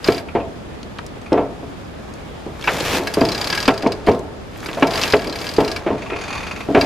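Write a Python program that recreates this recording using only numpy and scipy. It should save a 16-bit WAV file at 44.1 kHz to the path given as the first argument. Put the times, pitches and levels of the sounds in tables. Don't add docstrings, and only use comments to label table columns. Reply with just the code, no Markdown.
import sys
import numpy as np
from scipy import signal
from scipy.io import wavfile

SR = 44100
rng = np.random.default_rng(int(sys.argv[2]) if len(sys.argv) > 2 else 0)


def master_out(mix):
    frames = np.transpose(np.atleast_2d(mix))
    ceiling = np.clip(frames, -1, 1)
    pcm = np.round(ceiling * 32767).astype(np.int16)
    wavfile.write(sys.argv[1], SR, pcm)


N = 302443

# t/s, level/dB
PAWL_DROPS = [(0.0434, -17), (0.0749, -16.5), (0.1, -27), (0.121, -21), (0.1453, -24.5), (.179, -25.5),
              (2.64, -22.5), (3.0715, -15.5), (3.1386, -15.5), (3.2092, -21), (3.251, -17), (3.2868, -17),
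              (3.318, -16), (3.3473, -16.5), (3.3777, -18.5), (3.413, -15.5), (3.443, -17.5),
              (3.4716, -15.5), (3.5007, -15.5), (3.526, -14.5), (3.5494, -15.5), (3.5753, -15.5),
              (3.602, -16.5), (3.627, -18), (3.654, -18.5), (3.678, -12), (3.706, -28), (3.7385, -25.5),
              (3.777, -23.5), (3.823, -22.5), (3.87, -24), (3.92, -20), (4.065, -26.5), (4.115, -28),
              (4.66, -26), (4.8704, -19), (4.907, -20.5), (4.9358, -22), (4.9561, -17), (4.976, -17),
              (5.014, -14), (5.038, -20), (5.057, -27), (5.077, -18.5), (5.101, -18.5), (5.123, -13),
              (5.166, -26), (5.193, -28), (5.2185, -29), (5.243, -26), (5.2714, -23.5), (5.296, -23.5),
              (5.3254, -23.5), (5.3566, -23), (5.3871, -23.5), (5.4136, -23.5), (5.442, -26),
              (5.467, -20.5), (5.49, -20.5), (5.513, -26), (5.537, -23), (5.5643, -22), (5.6032, -22),
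              (5.6463, -24), (5.678, -19.5), (5.7145, -17.5), (5.7616, -20), (6.811, -13.5)]
# f/Hz, level/dB, t60/s
PAWL_MODES = [(3420, -8.5, 0.011), (4080, -3, 0.021), (4763, 3, 0.018), (4920, -2.5, 0.012),
              (5180, -9, 0.017), (5630, -18, .015), (8200, -16, 0.011), (13300, -18, .008)]
# f/Hz, level/dB, t60/s
WHEEL_MODES = [(1240, 1, 0.0081), (1642, -1.5, 0.11), (1800, -16, 0.02), (2290, 1, 0.045), (2690, 1, 0.052),
               (3120, -7, 0.029)]
# t/s, level/dB, hardness/dB (more crack, less boom), rattle time/s, punch f/Hz
RAIL_KNOCKS = [(.085, -3.5, 4, 0.012, 376), (.351, -11, 0, 0.042, 394), (1.32, -9.5, -7, 0.058, 322),
               (1.341, -31, -1, 0.1, 420), (1.376, -14, -2.5, 0.033, 429), (1.63, -31.5, -19, 0.019, 427),
               (2.463, -27.5, -23, 0.027, 417), (2.674, -18.5, 26, 0.021, 820),
               (2.686, -25, 15, 0.027, 795), (2.807, -21, -7, 0.021, 480), (2.997, -19, -1, 0.07, 368),
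               (3.171, -8.5, -7, 0.012, 415), (3.214, -6.5, 7.5, 0.0073, 261),
               (3.236, -19, -22, 0.0047, 440), (3.528, -25, 22.5, 0.012, 410),
               (3.68, -3.5, 10.5, 0.023, 263), (3.833, -15, -3, 0.044, 285), (3.862, -8.5, 2.5, 0.014, 255),
               (4.071, -12, 6.5, 0.03, 324), (4.084, -6, -4, 0.018, 428), (4.117, -28, -3, 0.11, 444),
               (4.686, -25, 17, 0.019, 324), (4.771, -20, 3, 0.048, 573), (4.824, -5, 10.5, 0.017, 277),
               (4.842, -20.5, -4, 0.068, 410), (5.1354, -3, 10, 0.014, 415), (5.266, -26.5, -13, 0.13, 282),
               (5.583, -6.5, -2, 0.022, 434), (5.6, -21.5, -4, 0.098, 583), (5.863, -15.5, 4.2, 0.071, 352),
               (5.904, -13, -15, 0.0082, 448), (6.12, -22.5, 4, 0.058, 390), (6.687, -17, -26, 0.025, 290),
               (6.747, -6, 6.5, 0.035, 262), (6.773, -9.5, 0, 0.019, 410), (6.823, -21, -17, 0.028, 445)]
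# f/Hz, level/dB, t60/s
RAIL_MODES = [(213, -9, 0.049), (281, -0.5, 0.18), (311, -5.5, 0.14), (389.5, -2.5, 0.17), (429.4, 4, 0.14),
              (480, -0.5, 0.13), (742, -8, 0.18), (583, 3.5, 0.065), (658.7, 0.5, 0.18), (690.8, 0, 0.17),
              (895, -2.5, 0.091), (1056, -14, 0.27), (1335, -15, 0.18)]
# t/s, level/dB
GEAR_CHIRPS = [(0.286, -21), (0.401, -23), (1.261, -25), (5.98, -24.5), (6.02, -17.5), (6.062, -19),
               (6.101, -12), (6.132, -17), (6.162, -16), (6.1875, -23), (6.212, -17.5), (6.237, -19),
               (6.28, -15.5), (6.305, -17), (6.327, -15), (6.351, -14.5), (6.377, -16.5), (6.405, -17),
               (6.4313, -16), (6.4676, -13.5), (6.511, -14.5), (6.561, -16.5), (6.6053, -16)]
# f/Hz, level/dB, t60/s
GEAR_MODES = [(1124, -2.5, 0.03), (1400, -7, 0.029), (2197, 2.5, 0.0092), (2460, -2.5, 0.041),
              (2650, -4.5, 0.022), (3130, -14, 0.0098), (3630, -13, 0.024), (4390, -14, 0.029),
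              (4620, -10.5, 0.028), (6200, -13.5, 0.014), (6700, -16.5, 0.019), (9550, -20.5, 0.011),
              (10650, -20, 0.008)]
# t/s, level/dB
GEAR_TREBLE = [(.3, -20), (1.3, -4), (6.0, 1.5), (6.13, -24), (6.17, 6), (6.4, -0.5), (6.6, -0.5)]
# t/s, level/dB, grit/dB (more midrange and treble)
RASP_CURVE = [(0, -45.5, -3), (.06, -27.5, 2), (0.191, -36.5, 8), (0.251, -62, 4.5), (2.55, -43, -4),
              (2.668, -31.5, 5), (2.69, -25.5, 2), (2.87, -23, 6.5), (2.952, -17, 4.5), (2.986, -19.5, 4),
              (3.009, -36.5, 7), (3.2, -28.5, -3), (3.6, -26.5, 2), (3.8, -35, -7), (4.048, -42, -14),
              (4.08, -28, -1), (4.302, -67, 5), (4.65, -35, 2.5), (4.86, -32.5, -2), (4.952, -23.5, 2.8),
              (5.05, -24, 5.5), (5.3, -36.5, -1.5), (5.45, -31.5, 4.5), (5.75, -32.5, -2), (5.822, -39, -8),
              (6.12, -38, -13), (6.301, -30, -12), (6.66, -39, 1), (6.741, -35.5, -5.5), (6.8, -28, -1),
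              (6.86, -29, 2)]
# f/Hz, level/dB
RASP_SPECTRUM = [(24, -11), (40, 3), (200, 1.5), (440, 3.5), (1130, 0.5), (3730, -11.5), (6500, -16.5),
                 (9000, -19.5), (13000, -14.5), (15400, -44)]
# t/s, level/dB
ROPE_SNAPS = [(5.0305, -17), (5.0361, -10)]
# t/s, level/dB, centre f/Hz
DRY_TICKS = [(0.8306, -30, 3760), (0.9862, -25, 3230), (0.9898, -19, 1160), (1.0648, -30, 5640),
             (1.216, -37, 4840), (1.329, -22, 3400), (2.138, -35, 5700), (2.612, -27.5, 3500),
             (2.6252, -24, 3000), (2.733, -28, 6500), (2.806, -14.5, 3500), (2.86, -19, 3300),
             (2.9565, -29, 6500), (3.036, -25, 4500), (4.149, -33, 4000), (4.193, -33, 5730),
             (4.5593, -28, 1800), (4.572, -42, 9000), (4.5785, -40, 9000), (4.604, -30, 4500),
             (4.6295, -25, 1500), (4.64, -26, 1490), (4.648, -37, 9000), (4.66, -19.5, 1700),
             (4.667, -33, 9000), (4.731, -25, 2500), (4.748, -26, 3500), (4.798, -30, 5000),
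             (4.811, -24, 2300), (5.405, -27, 5000)]
# left delay/s, right delay/s, level/dB
ECHOES = [(.0031, 0.0053, -6.5), (0.0095, 0.015, -13.5), (0.029, 0.0214, -15), (0.042, 0.078, -21)]
# f/Hz, level/dB
WOODS_SPECTRUM = [(12, -42), (20, -16), (70, -4.5), (130, -7.5), (210, -7.5), (500, -12), (1000, -19.5),
                  (3000, -29.5), (8000, -43), (15400, -55)]
# f/Hz, likeness (0 to 1)
WOODS_LIKENESS = [(30, 0.71), (70, 1), (125, 0.45), (500, 0.01), (2000, 0.02), (8000, 0.031)]


def pawl():
    s, db = np.transpose(PAWL_DROPS)
    wheel_db = db - db.mean() + rng.normal(-26, 5, len(s))
    pawl_ring = ring(bursts(s, db - 19, 0.0024, rise_s=0.00041), PAWL_MODES, blow=3)
    wheel_ring = ring(bursts(s, wheel_db - 29.5, 0.0042), WHEEL_MODES, blow=7)
    pawl_slap = dense_modes(bursts(s, db - 8, 0.0081, rise_s=0.00053), 1650, 5700)
    wheel_slap = dense_modes(bursts(s, wheel_db - 7.5, 0.0092, rise_s=0.0019), 490, 3300)
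    tick_db = db + rng.normal(-21, 4.5, len(s))
    tick = dense_modes(bursts(s, tick_db, 0.0082, rise_s=0.0014), 5700, 13400)
    ping = dense_modes(bursts(s, db - 12, 0.007, rise_s=0.0014), 4600, 5140)
    return pawl_ring + ping + wheel_ring + pawl_slap + wheel_slap + tick


def rail_knocks():
    s, db, hardness_db, rattle_s, punch_hz = np.transpose(RAIL_KNOCKS)
    boom_db, crack_db = db - 0.39 * hardness_db, db + hardness_db
    boom_force = bursts(s, boom_db - 11, 0.5 * rattle_s, rise_s=0.0035) + bursts(s, boom_db - 20, 0.088)
    boom = dense_modes(boom_force, 209.5, 480, blow=4.2)
    clunk_force = bursts(s, db - 8, 0.62 * rattle_s, rise_s=0.00097) + bursts(s, db - 26, 0.09)
    clunk = dense_modes(clunk_force, 292, 994, blow=0.3)
    crack = dense_modes(bursts(s, crack_db - 15, 0.59 * rattle_s, rise_s=0.0023), 790, 2660)
    thud = dense_modes(bursts(s, boom_db - 19, 0.045), 71, 211)
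    clank = ring(bursts(s, crack_db - 40.5, 0.0013), WHEEL_MODES, blow=1.9)
    low_ring = ring(bursts(s, boom_db - 37, 0.87 * rattle_s), RAIL_MODES[:3], blow=8)
    high_force = bursts(s, db - 40, 1.044 * rattle_s) + bursts(s, db - 56.5, 0.1)
    high_ring = ring(high_force, RAIL_MODES[3:], blow=12.8)
    return punches(s, db + 6, punch_hz) + boom + clunk + crack + clank + thud + low_ring + high_ring


def punches(times, level_db, pitch_hz, rise_s=0.0019, fade_s=0.0083):
    out, t = np.zeros(N + SR), np.arange(SR // 10) / SR
    envelope = (1 - np.exp(-t / rise_s)) * np.exp(-t / fade_s)
    for s, db, hz in zip(times, level_db, pitch_hz):
        out[round(s * SR):][:len(t)] -= from_db(db) * envelope * np.sin(2 * np.pi * hz * t)
    return out[:N]


def small_gear():
    s, db = np.transpose(GEAR_CHIRPS)
    treble_db = db + np.interp(s, *np.transpose(GEAR_TREBLE))
    low_ring = ring(bursts(s, db - 34, 0.016), GEAR_MODES[:5], blow=7)
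    low_scrape = dense_modes(bursts(s, db - 7.5, 0.0035, rise_s=0.0032), 560, 2800)
    high_ring = ring(bursts(s, treble_db - 32.5, 0.016), GEAR_MODES[5:], blow=3.5)
    high_scrape = dense_modes(bursts(s, treble_db - 21.5, 0.0055, rise_s=0.002), 3200, 6700)
    return low_ring + low_scrape + high_ring + high_scrape


def rope_rasp(slips_per_s=3500):
    s, rasp_db, grit_db = np.transpose(RASP_CURVE)
    mid_db = rasp_db - 18 + 2 * grit_db
    high_db = -48 + 0.95 * (rasp_db + 29) + grit_db
    t = np.arange(N) / SR
    level, mid_level, high_level = (from_db(np.interp(t, s, db)) for db in (rasp_db, mid_db, high_db))
    shape = (2, 2, N)
    slipping = rng.random(shape) < slips_per_s / SR
    strength = from_db(3.63 * np.minimum(rng.exponential(1, shape), 5))
    slips = slipping * strength * rng.choice([-1, 1], shape)
    hiss = stereo_bands(slips, RASP_SPECTRUM, [(1000, 0.96), (4500, 0.79), (9000, 0.19)], flicker_db=0.71)
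    low = level * rms_one(butter(hiss, 4, 7000, "low"))
    mids = mid_level * rms_one(butter(hiss, 2, [1500, 5600], "band"))
    high = high_level * rms_one(butter(hiss, 4, 7000, "high"))
    shaken_ratchet = ring(level * from_db(-50.5), WHEEL_MODES + PAWL_MODES)
    shaken_rail = ring(level * from_db(-51), RAIL_MODES)
    return low + mids + high + shaken_ratchet + shaken_rail


def rope_snaps():
    s, db = np.transpose(ROPE_SNAPS)
    return dense_modes(bursts(s, db, 0.001), 2200, 6000, blow=2.6)


def dry_ticks(fade_s=0.0018, edge_ratio=1.48):
    out = np.zeros(N)
    fade = np.exp(-np.arange(SR // 40) / SR / fade_s)
    for s, db, hz in DRY_TICKS:
        puff = butter(fade * rng.standard_normal(len(fade)), 2, [hz / edge_ratio, hz * edge_ratio], "band")
        out[round(s * SR):][:len(fade)] += from_db(db) * puff * np.sqrt(SR / 2 / hz)
    return out


def echoes(sound):
    out, dull = np.zeros((2, N)), signal.lfilter([0.6], [1, -0.4], sound)
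    for left_s, right_s, db in ECHOES:
        for channel, lag in zip(out, (round(left_s * SR), round(right_s * SR))):
            channel[lag:] += from_db(db) * dull[:N - lag]
    return out


def woods(level_db=-33):
    noise = rng.standard_normal((2, 2, N))
    return from_db(level_db) * stereo_bands(noise, WOODS_SPECTRUM, WOODS_LIKENESS, flicker_db=0.78)


def bursts(times, level_db, decay_s, rise_s=0):
    out = np.zeros(N)
    for s, db, tau in np.broadcast(times, level_db, decay_s):
        start, decay_samples = round(s * SR), max(tau * SR, 4)
        age = np.arange(int(7 * decay_samples))
        envelope = np.exp(-age / decay_samples) * np.minimum((age + 1) / (rise_s * SR + 1), 1)
        out[start:start + len(age)] += from_db(db) * envelope[:N - start]
    return out


def ring(force, modes, blow=0):
    out, jump = np.zeros(N), np.maximum(np.diff(force, prepend=0), 0)
    for hz, db, t60 in modes:
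        radius, angle = from_db(-60 / (t60 * SR)), 2 * np.pi * hz / SR
        drive = force * rng.standard_normal(N) + blow * jump + 1e-18
        poles = [1, -2 * radius * np.cos(angle), radius ** 2]
        out += signal.lfilter([0, from_db(db) * np.sin(angle)], poles, drive)
    return out


def dense_modes(force, low_hz, high_hz, blow=0):
    band_gain = np.sqrt(SR / 2 / (high_hz - low_hz))
    jump = np.maximum(np.diff(force, prepend=0), 0)
    drive = force * rng.standard_normal(N) - blow * band_gain * jump
    return band_gain * butter(drive, 3, [low_hz, high_hz], "band")


def stereo_bands(sources, spectrum, likeness, flicker_db):
    out, edges_hz = 0, 20 * 2 ** np.arange(0, 10, 0.5)
    shared_flicker = 0.5 * drift(30)
    for k, (low, high) in enumerate(zip(edges_hz, edges_hz[1:])):
        mid, side = butter(sources[k % 2], 2, [low, high], "band")
        hz = np.sqrt(low * high)
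        alike = at_hz(likeness, hz)
        gain = from_db(at_hz(spectrum, hz) + flicker_db * (shared_flicker + drift(7.5)))
        out += gain * (np.sqrt(1 + alike) * mid + np.sqrt(1 - alike) * side * [[1], [-1]])
    return rms_one(out)


def drift(rate_hz):
    pole = np.exp(-2 * np.pi * rate_hz * 40 / SR)
    slow = signal.lfilter([1], [1, -2 * pole, pole ** 2], rng.standard_normal(N // 40 + 2002))[2000:]
    return np.interp(np.arange(N) / 40, np.arange(len(slow)), rms_one(slow))


def at_hz(table, hz):
    table_hz, values = np.transpose(table)
    return np.interp(np.log(hz), np.log(table_hz), values)


def butter(x, order, hz, kind):
    return signal.sosfilt(signal.butter(order, hz, kind, fs=SR, output="sos"), x)


def from_db(db):
    return 10 ** (np.asarray(db) / 20)


def rms_one(x):
    return x / np.sqrt(np.mean(x ** 2) + 1e-20)


def scene():
    clicks = pawl() + small_gear() + rope_snaps() + dry_ticks()
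    knocks = rail_knocks()
    background = woods()
    winch = clicks * from_db([[0.8], [-0.8]]) + knocks + rope_rasp() * from_db([[0.3], [-0.3]])
    return winch + echoes(clicks + 0.2 * knocks) + background


def record(dry, cutoff_hz=15600):
    overloaded = np.clip(butter(dry, 4, 14200, "low"), -1, 1)
    return signal.sosfilt(signal.cheby2(20, 40, cutoff_hz, fs=SR, output="sos"), overloaded)


dry = scene()
out = record(dry)
master_out(out)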